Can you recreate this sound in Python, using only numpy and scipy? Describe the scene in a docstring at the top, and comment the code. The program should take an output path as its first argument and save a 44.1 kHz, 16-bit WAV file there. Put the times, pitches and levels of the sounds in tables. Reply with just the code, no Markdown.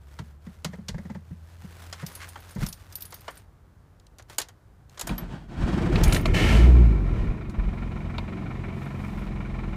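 """Cold start in a diesel van

Inside the cab, one microphone in front of the dashboard; a motor hums faintly in the distance.
The gear lever bumps its stops, a sleeve rustles, and clinking keys scrape round the lock and turn it.
The starter grinds over each compression until the four-cylinder catches. Its firings flare so that
the cab booms and loose trim rattles, then settle to a knocking idle with two lone sharp clicks."""
import sys
import numpy as np
from scipy import signal
from scipy.fft import rfft, irfft, next_fast_len
from scipy.io import wavfile
from scipy.ndimage import uniform_filter1d, map_coordinates

SR = 44100
rng = np.random.default_rng(int(sys.argv[2]) if len(sys.argv) > 2 else 0)


def store_pcm(level_fs):
    """Save levels as 16-bit WAV."""
    pcm = np.round(np.clip(level_fs, -1, 1) * 32767).astype(np.int16)
    wavfile.write(sys.argv[1], SR, np.atleast_2d(pcm).T)


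N = 430416
IDLE_RATE = 22  # firings per second
TOP_HZ = 15500

# the cab's mid-range answer to a firing: frequency_hz, level_db
BODY_SPECTRUM = [(55, -41.5), (75, -2.5), (110, -1), (133, 3.5), (156, 2), (178, -2), (222, -1.5),
                 (265, -17), (310, -8), (340, -18), (370, -11), (440, -16), (700, -24.5)]
# a hard contact, as in the lock: frequency_hz, level_db
SNAP_SPECTRUM = [(1470, -33), (2450, -4), (4200, 0), (6460, -3.5), (12400, -20.5)]
# a bright metal tick: frequency_hz, level_db
METAL_SPECTRUM = [(5000, -13), (6800, 13), (9000, 4.5), (11000, 6), (15000, -2)]


def amp(db):
    """Decibels to gain."""
    return 10 ** (np.asarray(db) / 20)


def unit(x):
    """Scaled to rms 1."""
    return x / np.sqrt(np.mean(x ** 2) + 1e-20)


def steady(x):
    """Scaled to a running rms of 1."""
    power = uniform_filter1d(uniform_filter1d(x * x, size=SR // 7), size=SR // 10)
    return x / np.sqrt(np.abs(power) + 1e-4 * np.mean(x * x))


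def along(points, hz):
    """Value at hz between (frequency_hz, value) points on a log axis."""
    frequencies, values = np.transpose(points)
    return np.interp(np.log(hz + 1), np.log(frequencies + 1), values)


def curve(points):
    """One value per sample between (time_s, value) points."""
    return np.interp(np.arange(N) / SR, *np.transpose(points))


def noise(samples=N):
    """White noise."""
    return rng.standard_normal(samples)


def wobble(rate):
    """A smooth random curve, rate knots a second."""
    return map_coordinates(noise(int(N * rate / SR) + 4), [np.arange(N) * rate / SR])


def filtered(x, response):
    """x times a complex response of frequency."""
    size = 2 * next_fast_len(len(x) // 2 + SR // 8)
    return irfft(rfft(x, size) * response(np.fft.rfftfreq(size, 1 / SR)), size)[:len(x)]


def coloured(x, spectrum):
    """x through a causal filter with the given spectrum, falling 30 dB an octave beyond its ends."""
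    def response(hz):
        octaves_out = np.abs(np.log2((hz + 1) / np.clip(hz + 1, spectrum[0][0], spectrum[-1][0])))
        cepstrum = irfft(np.log(amp(along(spectrum, hz) - 30 * octaves_out) + 1e-6))
        half = len(cepstrum) // 2
        cepstrum[1:half] *= 2  # folded for minimum phase
        cepstrum[half + 1:] = 0
        return np.exp(rfft(cepstrum))
    return filtered(x, response)


def ringing(x, modes):
    """x through resonances of (pitch_hz, width_hz, level_db)."""
    def response(hz):
        return sum((-1) ** k * amp(db) * 1j * hz * width / (pitch ** 2 - hz ** 2 + 1j * hz * width)
                   for k, (pitch, width, db) in enumerate(modes))
    return filtered(x, response)


def blend(a, b, share):
    """Equal-power mix with the given share of b."""
    share = np.clip(share, 0, 1)
    return np.sqrt(1 - share) * a + np.sqrt(share) * b


def add(track, start_s, sound):
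    """Lay a sound into the track."""
    part = track[max(round(start_s * SR), 0):][:len(sound)]
    part += sound[:len(part)]


def swells(moves, attack_s, t60):
    """Gain of (start_s, length_s, level_db) moves that rise, hold and die away."""
    t, power = np.arange(N) / SR, np.zeros(N)
    for start, length, db in moves:
        age = t[:round((length + t60) * SR)]
        gain = (1 - np.exp(-age / attack_s)) * amp(db - 60 * np.maximum(age - length, 0) / t60)
        add(power, start, gain ** 2)
    return np.sqrt(power)


def blow(spectrum, t60, cab_db, cab_t60, rise_s=0.0013):
    """One contact of peak 1: a short burst and the cab's weak echo of it."""
    t = np.arange(SR // 4) / SR
    fade = (amp(-60 * t / t60) + amp(cab_db - 60 * t / cab_t60)) * (1 - np.exp(-t / rise_s))
    hit = coloured(fade * noise(len(t)), spectrum)
    return hit / np.abs(hit).max()


def panels(x, t60=0.06):
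    """x with the dense ringing of the sheet metal that it passes through."""
    t = np.arange(SR // 8) / SR
    tail = coloured(amp(-60 * t / t60) * noise(len(t)), [(500, 0), (TOP_HZ, 0)])
    return blend(x, signal.fftconvolve(x, tail / np.linalg.norm(tail))[:N], share=0.05)


def ambience(nearest_s=1.31):
    """Still air in the cab, and the wavering hum of a distant motor that gathers speed and passes."""
    # the cab's room tone: frequency_hz, level_db
    air = [(15, -64), (25, -19.5), (49, -4), (97, -4), (250, -21.5), (1440, -31), (2690, -43.5),
           (15000, -52.5)]
    t = np.arange(N) / SR
    pitch_hz = 90.7 - 22.17 * np.exp(-t / 1.3) + wobble(16)
    level_db = -47 - 2.5 * (t - nearest_s) ** 2 + 2.2 * wobble(8)
    phase = 2 * np.pi * np.cumsum(pitch_hz) / SR
    hum = amp(level_db) * unit(np.sin(phase) + amp(-16) * np.sin(2 * phase))
    return hum + amp(-53.5) * unit(coloured(noise(), air))


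def rustle():
    """Cloth slides in small uneven catches."""
    # sleeve and hand move: start_s, length_s, level_db
    moves = [(0, 0.31, -60.5), (.4, 1.21, -63.5), (1.58, 0.96, -53), (2.57, 0.083, -42.5),
             (2.66, 0.73, -57), (4.28, 0.047, -46), (4.88, 0.32, -59), (8.72, 0.55, -58.5)]
    # sliding cloth: frequency_hz, level_db
    cloth = [(140, -8.5), (1510, -7), (2400, -12), (15200, -23.5)]
    catches = amp(3 * wobble(400) + 2.2 * wobble(22))
    return swells(moves, attack_s=0.035, t60=0.2) * unit(coloured(noise() * catches, cloth))


def snaps():
    """Lever and ignition lock snap, with a hollow answer from the plastic trim and a metal tick."""
    # contacts: start_s, peak_db, trim_offset_db, tick_offset_db
    contacts = [(0.188, -37.5, -0.5, -17), (0.6453, -19.5, -12, -15), (0.883, -23.5, -18.5, -33),
                (1.9264, -26.5, -11.5, -34), (2.356, -45.5, 8, -17), (3.1228, -37.5, -4.5, -8),
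                (3.279, -35, 4, -29), (4.184, -42, -15, -9), (4.195, -44.5, -3, -15),
                (4.297, -41.5, -4.5, -6), (4.3825, -18.5, -10.5, -0.5), (4.3995, -28, -8.5, -4),
                (4.4152, -26.5, -20, -5.5), (4.485, -43.5, -6.5, -4), (4.974, -36, -8, -29),
                (4.9941, -30, -10, -2), (5.0107, -24.5, -12, -1), (5.07, -33.5, 0.5, -4),
                (5.1793, -34, -4, -27)]
    # hollow plastic: frequency_hz, level_db
    trim = [(180, -19), (330, -2), (696, 2.5), (2130, -0.5), (2620, -16.5), (3200, -5.5), (4160, -41.5)]
    out = np.zeros(N)
    for start, db, trim_db, tick_db in contacts:
        snap = blow(SNAP_SPECTRUM, t60=0.041, cab_db=-16.5, cab_t60=0.14)
        hollow = blow(trim, t60=0.055, cab_db=-14.5, cab_t60=0.2, rise_s=0.0014)
        tick = blow(METAL_SPECTRUM, t60=0.019, cab_db=-17.5, cab_t60=0.087)
        add(out, start, amp(db) * (snap + amp(trim_db + 7) * hollow + amp(tick_db + 6.5) * tick))
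    return out


def bumps():
    """Lever and pedal bump their padded stops: a thud in the floor and a clack, never twice alike."""
    # bumps on the stops: start_s, strength_db, clack_offset_db
    hits = [(0.192, -30, -18), (0.464, -33.5, -17.5), (0.648, -28.5, -35), (0.686, -35.5, -34),
            (0.731, -35.5, -4.5), (0.783, -33, -21.5), (0.886, -30, -8), (0.941, -28, -11.5),
            (0.979, -33, -6), (1.05, -33, -14.5), (1.097, -30, -11), (1.148, -32.5, -9), (1.307, -32, -29),
            (1.638, -35, -18), (2.026, -28, -11), (2.559, -26.5, -12), (2.619, -20.5, -34)]
    # the dull thud: frequency_hz, level_db
    thud_spectrum = [(40, -19), (110, -6), (172, 3), (212, -0.5), (264, -17.5), (552, -27.5)]
    # the clack above it: frequency_hz, level_db
    clack_spectrum = [(260, -22), (480, 2.5), (763, -6.5), (896, 0.5), (1140, -10.5), (2000, -4.5),
                      (2600, -21.5), (7000, -25)]
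    # heavy bumps flex the floor: start_s, peak_db
    flexes = [(0.905, -30), (2.57, -28.5), (2.626, -37)]
    # the flexing floor: frequency_hz, level_db
    floor = [(22, -8), (38, 3), (70, -1)]
    out = np.zeros(N)
    for start, db, clack_db in hits:
        detune = np.exp(0.04 * rng.standard_normal())
        detuned = [(hz * detune, level) for hz, level in thud_spectrum]
        thud = blow(detuned, t60=0.06, cab_db=-15, cab_t60=0.22, rise_s=0.003)
        clack = blow(clack_spectrum, t60=0.054, cab_db=-23, cab_t60=0.22, rise_s=0.0055)
        add(out, start, amp(db + 2) * thud + amp(db + clack_db + 4.5) * clack)
    for start, db in flexes:
        add(out, start, amp(db) * blow(floor, t60=0.067, cab_db=-10, cab_t60=0.26))
    return out


def scrapes(catches_per_s=1900):
    """The key tip skids over grained plastic in tiny catches, swelling and easing off."""
    # skids round the lock: middle_s, length_s, level_db
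    skids = [(2.004, 0.053, -46), (2.228, 0.049, -41), (2.633, 0.018, -37)]
    # scraped plastic: frequency_hz, level_db
    plastic = [(500, -23), (1300, 4), (4000, -9), (12000, -21)]
    t = np.arange(N) / SR
    catches = (rng.random(N) < catches_per_s / SR) * noise()
    gain = sum(amp(db) * np.exp(-(2 * (t - middle) / length) ** 2) for middle, length, db in skids)
    return panels(gain * unit(coloured(catches, plastic)))


def keys(struck_t60=0.044, struck_width_hz=2400):
    """Every touch rings the keys at new strengths, favouring the struck one; they chatter as they ring."""
    # modes of the bunch: pitch_hz, level_db, t60_s
    modes = [(5380, -12.5, 0.14), (6510, -3, 0.13), (9100, 2, 0.17), (10440, -0.5, 0.17),
             (11600, -6, 0.072), (12100, 6, 0.11), (13600, 2, 0.067)]
    # the clearest clinks: start_s, level_db, struck_hz
    clinks = [(2.0642, -30, 4830), (2.125, -42, 10400), (2.152, -30.5, 10400), (2.2888, -33.5, 9300),
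              (2.664, -27, 5380), (2.687, -31, 10300), (2.7266, -31, 5380), (2.9547, -25, 12100),
              (3.0068, -34, 12200), (3.022, -27, 13800), (3.053, -34.5, 10400), (3.108, -46, 10600),
              (3.142, -31.5, 13400), (3.2073, -43, 12200), (5.0729, -26, 6600), (6.0357, -17.5, 6500),
              (6.079, -31, 9200), (6.1313, -24, 10400), (6.166, -30, 9200), (6.21, -38, 13800)]
    # the swinging bunch touches lightly in between: start_s, end_s
    dangles = [(2.003, 3.38), (6.041, 6.22)]
    # one key swings free: start_s, pitch_hz, peak_db, t60_s
    pings = [(5.181, 12460, -28, 0.065)]
    tick_spectrum = [(2500, 3.4), (4800, 15.0), (7000, 3.0), (13000, 9.7)]  # frequency_hz, level_db
    out, t = np.zeros(N), np.arange(SR // 4) / SR
    hz, level_db, t60 = np.transpose(modes)[:, :, None]
    touches = [(s, rng.normal(-44, 3), rng.choice(hz[:, 0]))
               for start, end in dangles for s in rng.uniform(start, end, size=14)]
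    for start, db, struck_hz in list(clinks) + touches:
        nearest = np.abs(hz - struck_hz) == np.abs(hz - struck_hz).min()
        strength = amp(level_db + 10 * nearest + rng.normal(0, 4, hz.shape))
        pitch = hz * rng.normal(1, 0.003, hz.shape)
        life = t60 * rng.uniform(0.6, 1.1, hz.shape)
        chatter = np.cumsum(rng.normal(0, 0.035, (len(hz), len(t))), axis=1)
        ring = np.sum(strength * amp(-60 * t / life) * np.sin(2 * np.pi * pitch * t + chatter), axis=0)
        tick = blow(tick_spectrum, t60=0.02, cab_db=-17.5, cab_t60=0.15)
        struck = ringing(amp(-60 * t / struck_t60) * noise(len(t)), [(struck_hz, struck_width_hz, 0)])
        add(out, start, amp(db + 0.5) * struck / np.abs(struck).max())
        add(out, start, amp(db - 5) * ring / np.abs(ring).max() + amp(db - 4) * tick)
    for start, pitch, db, life in pings:
        add(out, start, amp(db - 60 * t / life) * np.sin(2 * np.pi * pitch * t))
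    return out


def pins():
    """Faint ticks as the key finds the lock and slides in."""
    # the key rides over the pins: start_s, level_db
    contacts = [(3.9975, -51.5), (4.0668, -48.5), (4.2235, -46), (4.3247, -51), (4.3462, -45.5),
                (4.8954, -46.5)]
    out = np.zeros(N)
    for start, db in contacts:
        snap = blow(SNAP_SPECTRUM, t60=0.013, cab_db=-23, cab_t60=0.05)
        tick = blow(METAL_SPECTRUM, t60=0.0086, cab_db=-27.5, cab_t60=0.05)
        add(out, start, amp(db) * (snap + 0.5 * tick))
    return out


def crank(count_zero_s=8.499):
    """Firings per second, and their running count."""
    # engine speed: time_s, firing_rate_hz
    speed = [(5.5, 9), (5.85, 26), (6.0, 40), (6.39, 35), (6.52, 53), (6.68, 62), (6.79, 60.7), (7.0, 48),
             (7.3, 30.6), (7.52, 20.4), (7.65, 21.66), (8.15, 21.92), (8.9, 22.68), (9.15, 21.93),
             (9.62, 21.5)]
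    rate = curve(speed)
    count = np.cumsum(rate) / SR
    return rate, count - count[round(count_zero_s * SR)]


def starter(compression_db=3):
    """The pinion grinds on the flywheel and rings its housing, chugging over each compression."""
    # it heaves the engine over, then spins with it: start_s, length_s, level_db
    heaves = [(5.03, 0.032, -35), (5.082, 0.017, -25), (5.17, 0.21, -36), (5.48, 0.041, -34),
              (5.565, 0.071, -28), (5.64, 0.23, -25.5), (5.91, 0.11, -21.5)]
    # the grind as heard from the cab: frequency_hz, level_db
    grind_spectrum = [(24, -30), (40, 10), (76, -2.5), (177, 0.5), (364, -11), (432, -18), (1730, -23.5),
                      (2170, -28.5), (8270, -43.5), (9000, -48), (15000, -61)]
    # what the bulkhead lets through: frequency_hz, level_db
    bulkhead = [(100, -3.5), (4500, 2), (9000, -24)]
    # the starter's housing: pitch_hz, width_hz, level_db
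    housing_modes = [(171, 57, 15), (359.5, 26, -0.5), (650, 76, -12), (1780, 520, -21)]
    _, count = crank()
    teeth = amp(-0.5 * wobble(200) + compression_db * np.cos(2 * np.pi * count))
    housing = unit(ringing(coloured(noise() * teeth, bulkhead), housing_modes))
    grind = unit(coloured(noise() * teeth, grind_spectrum))
    return swells(heaves, attack_s=0.013, t60=0.4) * steady(panels(blend(grind, housing, share=0.19)))


def rattles_and_clicks(burst_t60=0.037, part_width_hz=125, part_db=12):
    """Loose trim rattles as the engine starts; two lone sharp clicks, perhaps a relay, follow at idle."""
    # rattles, then the two clicks: start_s, peak_db, tick_offset_db, part_hz
    contacts = [(5.092, -25.5, -22, 1070), (5.958, -19, -38, 2420), (6.039, -38, 12, 2260),
                (6.124, -17, -9, 1400), (6.146, -17, -6, 1830), (6.163, -16, -25, 1900),
                (6.256, -14, -19.5, 1030), (7.496, -48.5, 0, 3820), (8.182, -22.5, -27.5, 900)]
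    # dashboard modes: pitch_hz, width_hz, level_db
    dashboard = [(630, 96, 10), (1400, 900, -2.5), (2260, 340, 7.5), (4180, 770, -1)]
    out, t = np.zeros(N), np.arange(SR // 4) / SR
    for start, db, tick_db, part_hz in contacts:
        burst = amp(-60 * t / burst_t60) * noise(len(t))
        ring = ringing(burst, dashboard) + ringing(burst, [(part_hz, part_width_hz, part_db)])
        tick = blow(SNAP_SPECTRUM, t60=0.016, cab_db=-14, cab_t60=0.12)
        tick += 0.5 * blow(METAL_SPECTRUM, t60=0.006, cab_db=-14.5, cab_t60=0.11)
        add(out, start, amp(db) * ring / np.abs(ring).max() + amp(db + tick_db + 5.5) * tick)
    return out


def firings(count, cylinders_db, scatter_db):
    """One impulse per firing; the four cylinders differ in strength."""
    at = np.flatnonzero(np.diff(np.floor(count)) > 0)
    cylinder = np.floor(count[at + 1]).astype(int) % len(cylinders_db)
    pulses = np.zeros(N)
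    pulses[at] = amp(np.array(cylinders_db)[cylinder] + scatter_db * noise()[:len(at)])
    return pulses


def bursts(pulses, rise_s, t60, depth):
    """Envelope that swells roundly at each firing out of a steady churn."""
    t = np.arange(SR // 5) / SR
    shape = (1 - np.exp(-t / rise_s)) ** 2 * amp(-60 * t / t60)
    depth = np.clip(depth, 0, 1)
    return depth * steady(signal.fftconvolve(pulses, shape)[:N]) + 1 - depth


def cab_boom(shakes, rate, count, caught):
    """The cab's air resonance turns the firing rate into a tone; at idle, its double."""
    # the cab's low answer to a firing: frequency_hz, level_db
    spectrum = [(22, -40.5), (33, -6), (44, 8), (66, -3.5), (80, -0.5), (120, -64.5)]
    # its answer to the firing note and overtones: frequency_hz, level_db
    note = [(22, -17), (44, 3.5), (62, -9), (100, -9), (185, -41)]
    # clean part of the boom: firing_rate_hz, share
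    tone_share = [(22, 0.62), (29, .4), (38, 0.7), (52, .98)]
    rumble = blend(steady(coloured(noise(), spectrum)), steady(coloured(shakes, spectrum)), 0.23 * caught)
    tone = steady(sum(amp(along(note, k * rate)) * np.sin(2 * np.pi * k * count) for k in (1, 2, 3)))
    return blend(rumble, tone, caught * along(tone_share, rate))


def drone(rate, count, waver_db=4):
    """The panels hum on multiples of the firing rate, roughened by the uneven turning of the crank."""
    out = np.zeros(N)
    uneven = count + 0.009 * rate / IDLE_RATE * wobble(45)
    for k in range(2, 18):
        level_db = along(BODY_SPECTRUM, k * rate) + waver_db * wobble(6)
        out += amp(level_db) * np.sin(2 * np.pi * (k * uneven + rng.random()))
    return steady(out)


def bodywork(shakes, rate, count, load, caught, chug_db=1.5):
    """The van's body drones and throbs at idle and roars roughly under load."""
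    # engine roar: frequency_hz, level_db
    roar_spectrum = [(47, -20.5), (80, 4), (141, -2), (178, 1), (253, -7), (360, -7), (398, -12.5),
                     (520, -24.5), (680, -33.5)]
    throb = blend(drone(rate, count), steady(coloured(shakes, BODY_SPECTRUM)), share=0.24)
    churn = noise() * bursts(shakes, rise_s=0.00042, t60=0.85, depth=caught)
    roar = steady(coloured(churn, roar_spectrum)) * amp(chug_db * wobble(35))
    throb_share = caught * (0.94 - load) * np.minimum(IDLE_RATE / rate, 1)
    return blend(roar, steady(throb), throb_share)


def raps(rate, count, delay_s=0.002, rise_s=0.004, t60=0.1):
    """The rap of each ignition swells and rings on the covers, harder for some cylinders."""
    # covers rung by ignition: pitch_hz, width_hz, level_db
    covers = [(1365, 166, 11.5), (2343, 196, 8)]
    t = np.arange(SR // 10) / SR
    pulses = firings(count - delay_s * rate, cylinders_db=[0, -3, -9, -3], scatter_db=3.2)
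    shape = (1 - np.exp(-t / rise_s)) * amp(-60 * t / t60)
    return steady(ringing(noise() * signal.fftconvolve(pulses, shape)[:N], covers))


def diesel_clatter(gate, rate, count, load, caught):
    """Combustion knock rings the covers when light and the steel of the block under load."""
    # light knock: frequency_hz, level_db
    light_knock = [(250, -36.5), (420, -5.5), (750, 0), (855, -4), (1400, -8), (1900, -8.5), (3860, -22),
                   (4480, -36), (12100, -88)]
    # engine covers: pitch_hz, width_hz, level_db
    covers = [(671, 36, 0), (1017, 81, 2), (1360, 200, -7), (2144, 29, 0.5), (2447, 127, -7),
              (3900, 270, -16.5)]
    # hard knock: frequency_hz, level_db
    hard_knock = [(250, -34.5), (420, -0.5), (674, 0), (1160, -16), (3010, -37.5), (5500, -38),
                  (12100, -120)]
    # steel parts: pitch_hz, width_hz, level_db
    block = [(1340, 91, 1.5), (1746, 120, 6), (2150, 110, 7.5), (2670, 260, 2), (3000, 99, 8),
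             (3320, 730, -5)]

    def knock(spectrum, modes, ring_share):
        burst = steady(coloured(noise() * gate, spectrum))
        return blend(burst, steady(ringing(noise() * gate, modes)), ring_share)
    light = knock(light_knock, covers, ring_share=0.38)
    hard = knock(hard_knock, block, ring_share=0.9 * load)
    light = blend(light, raps(rate, count), share=0.26)
    return panels(blend(light, hard, caught * np.abs(load)))


def engine_gains(rate, load, caught):
    """Gains of boom, body, clatter and sizzle from speed and fuel; resonances and lurches add boom."""
    # one row a layer: unloaded_idle_db, speed_db_per_octave, full_load_gain_db
    layers = [(-44.5, 17, 1.5), (-35, 4.5, 12), (-48.5, 0.5, 25), (-70.5, 2.5, 34)]
    # the mounts and the cab's air resonate: firing_rate_hz, half_width_hz, boost_db
    resonances = [(21.68, 0.65, 12.5), (38.8, 5.4, 8.5), (59.3, 7.7, 9)]
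    # the engine lurches on its mounts: start_s, level_db
    lurches = [(5.585, -27), (5.637, -17.5), (5.989, -15.5), (6.058, -15), (6.29, -18.5), (7.189, -21),
               (7.271, -23.5), (7.581, -22.5), (7.649, -24.5)]
    octaves = np.log2(rate / IDLE_RATE)
    boom, body, clatter, sizzle = [caught * amp(idle_db + speed_db * octaves + load_db * load)
                                   for idle_db, speed_db, load_db in layers]
    boost_db = sum(db * np.exp(-((rate - centre) / width) ** 2) for centre, width, db in resonances)
    lurch = swells([(start, 0.044, db) for start, db in lurches], attack_s=0.0022, t60=0.013)
    return np.hypot(boom * amp(boost_db), lurch), body, clatter, sizzle


def engine(catch_s=5.467, catch_rise_s=0.36):
    """Once the engine catches, each firing booms in the cab, shakes the body and knocks in the block."""
    # it catches, stumbles, flares, coasts and idles: time_s, load (1 full, about 0 coasting)
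    fuel = [(5.6, 0.32), (5.9, 0.24), (6.15, 0.64), (6.22, 0.31), (6.335, 0.36), (6.345, 0.9), (6.56, 0.78),
            (6.72, 0.31), (7.03, 0.064), (7.19, 0.22), (7.48, -0.044), (7.62, 0.13), (9.7, 0.15)]
    # hiss above the clatter: frequency_hz, level_db
    sizzle_spectrum = [(2650, -7), (4500, -3.5), (8030, -10.5), (13200, -22), (15700, -26)]
    rate, count = crank()
    load = curve(fuel)
    caught = np.clip((np.arange(N) / SR - catch_s) / catch_rise_s, 0, 1)
    shakes = firings(count, cylinders_db=[1.0, -1.2, 2.6, -2.7], scatter_db=3)
    knocks = firings(count, cylinders_db=[2.4, -0.3, -2.8, 1.2], scatter_db=2.2)
    boom = cab_boom(shakes, rate, count, caught)
    body = bodywork(shakes, rate, count, load, caught)
    gate = bursts(knocks, rise_s=0.011, t60=0.068, depth=(0.47 - 0.2 * load) * caught)
    gate *= amp(0.83 * wobble(260))  # valve and injector ticks between the knocks
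    clatter = diesel_clatter(gate, rate, count, load, caught)
    sizzle = steady(coloured(noise() * (gate + 4.6), sizzle_spectrum))
    gains = engine_gains(rate, load, caught)
    return sum(gain * layer for gain, layer in zip(gains, (boom, body, clatter, sizzle)))


def growls(glide_per_s=3):
    """At each stroke the starter's gears groan, growl and whine in short, rough, rising notes."""
    # the starter labours over a compression and springs free: top_s, level_db
    strokes = [(5.699, -28), (5.775, -25), (5.845, -25), (5.907, -22), (5.977, -24), (6.087, -28),
               (6.162, -28), (6.3, -27.5)]
    # groan before the top, growl at it, whine after: lag_s, pitch_hz, offset_db, length_s
    notes = [(-0.032, 175, 2.5, 0.031), (0, 353.7, -0.5, 0.026), (0.036, 510, -11, 0.026)]
    out, t = np.zeros(N), np.arange(SR // 5) / SR
    middle = t.mean()
    for top, db in strokes:
        for lag, hz, offset_db, length in notes:
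            pitch = hz * np.exp(rng.normal(0, 0.05) + glide_per_s * (t - middle))
            rough = 0.35 * unit(uniform_filter1d(noise(len(t)), size=SR // 150))
            rough = uniform_filter1d(rough, size=SR // 400)
            phase = 2 * np.pi * (np.cumsum(pitch) / SR + rng.random()) + rough
            swell = np.exp(-(2 * (t - middle) / length) ** 2)
            add(out, top + lag - middle, amp(db + offset_db) * swell * np.sin(phase))
    return out


def scene():
    """Everything as heard in front of the dashboard, in mono."""
    return (starter() + growls() + engine() + bumps() + snaps() + pins() + rattles_and_clicks()
            + keys() + scrapes() + rustle() + ambience())[None]


def record(dry):
    """The microphone channel cuts off steeply around TOP_HZ."""
    def low_pass(hz):
        return np.clip((TOP_HZ - hz) / 400 + 0.5, 0, 1)
    return np.array([filtered(channel, low_pass) for channel in dry])


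dry = scene()
out = record(dry)
store_pcm(out)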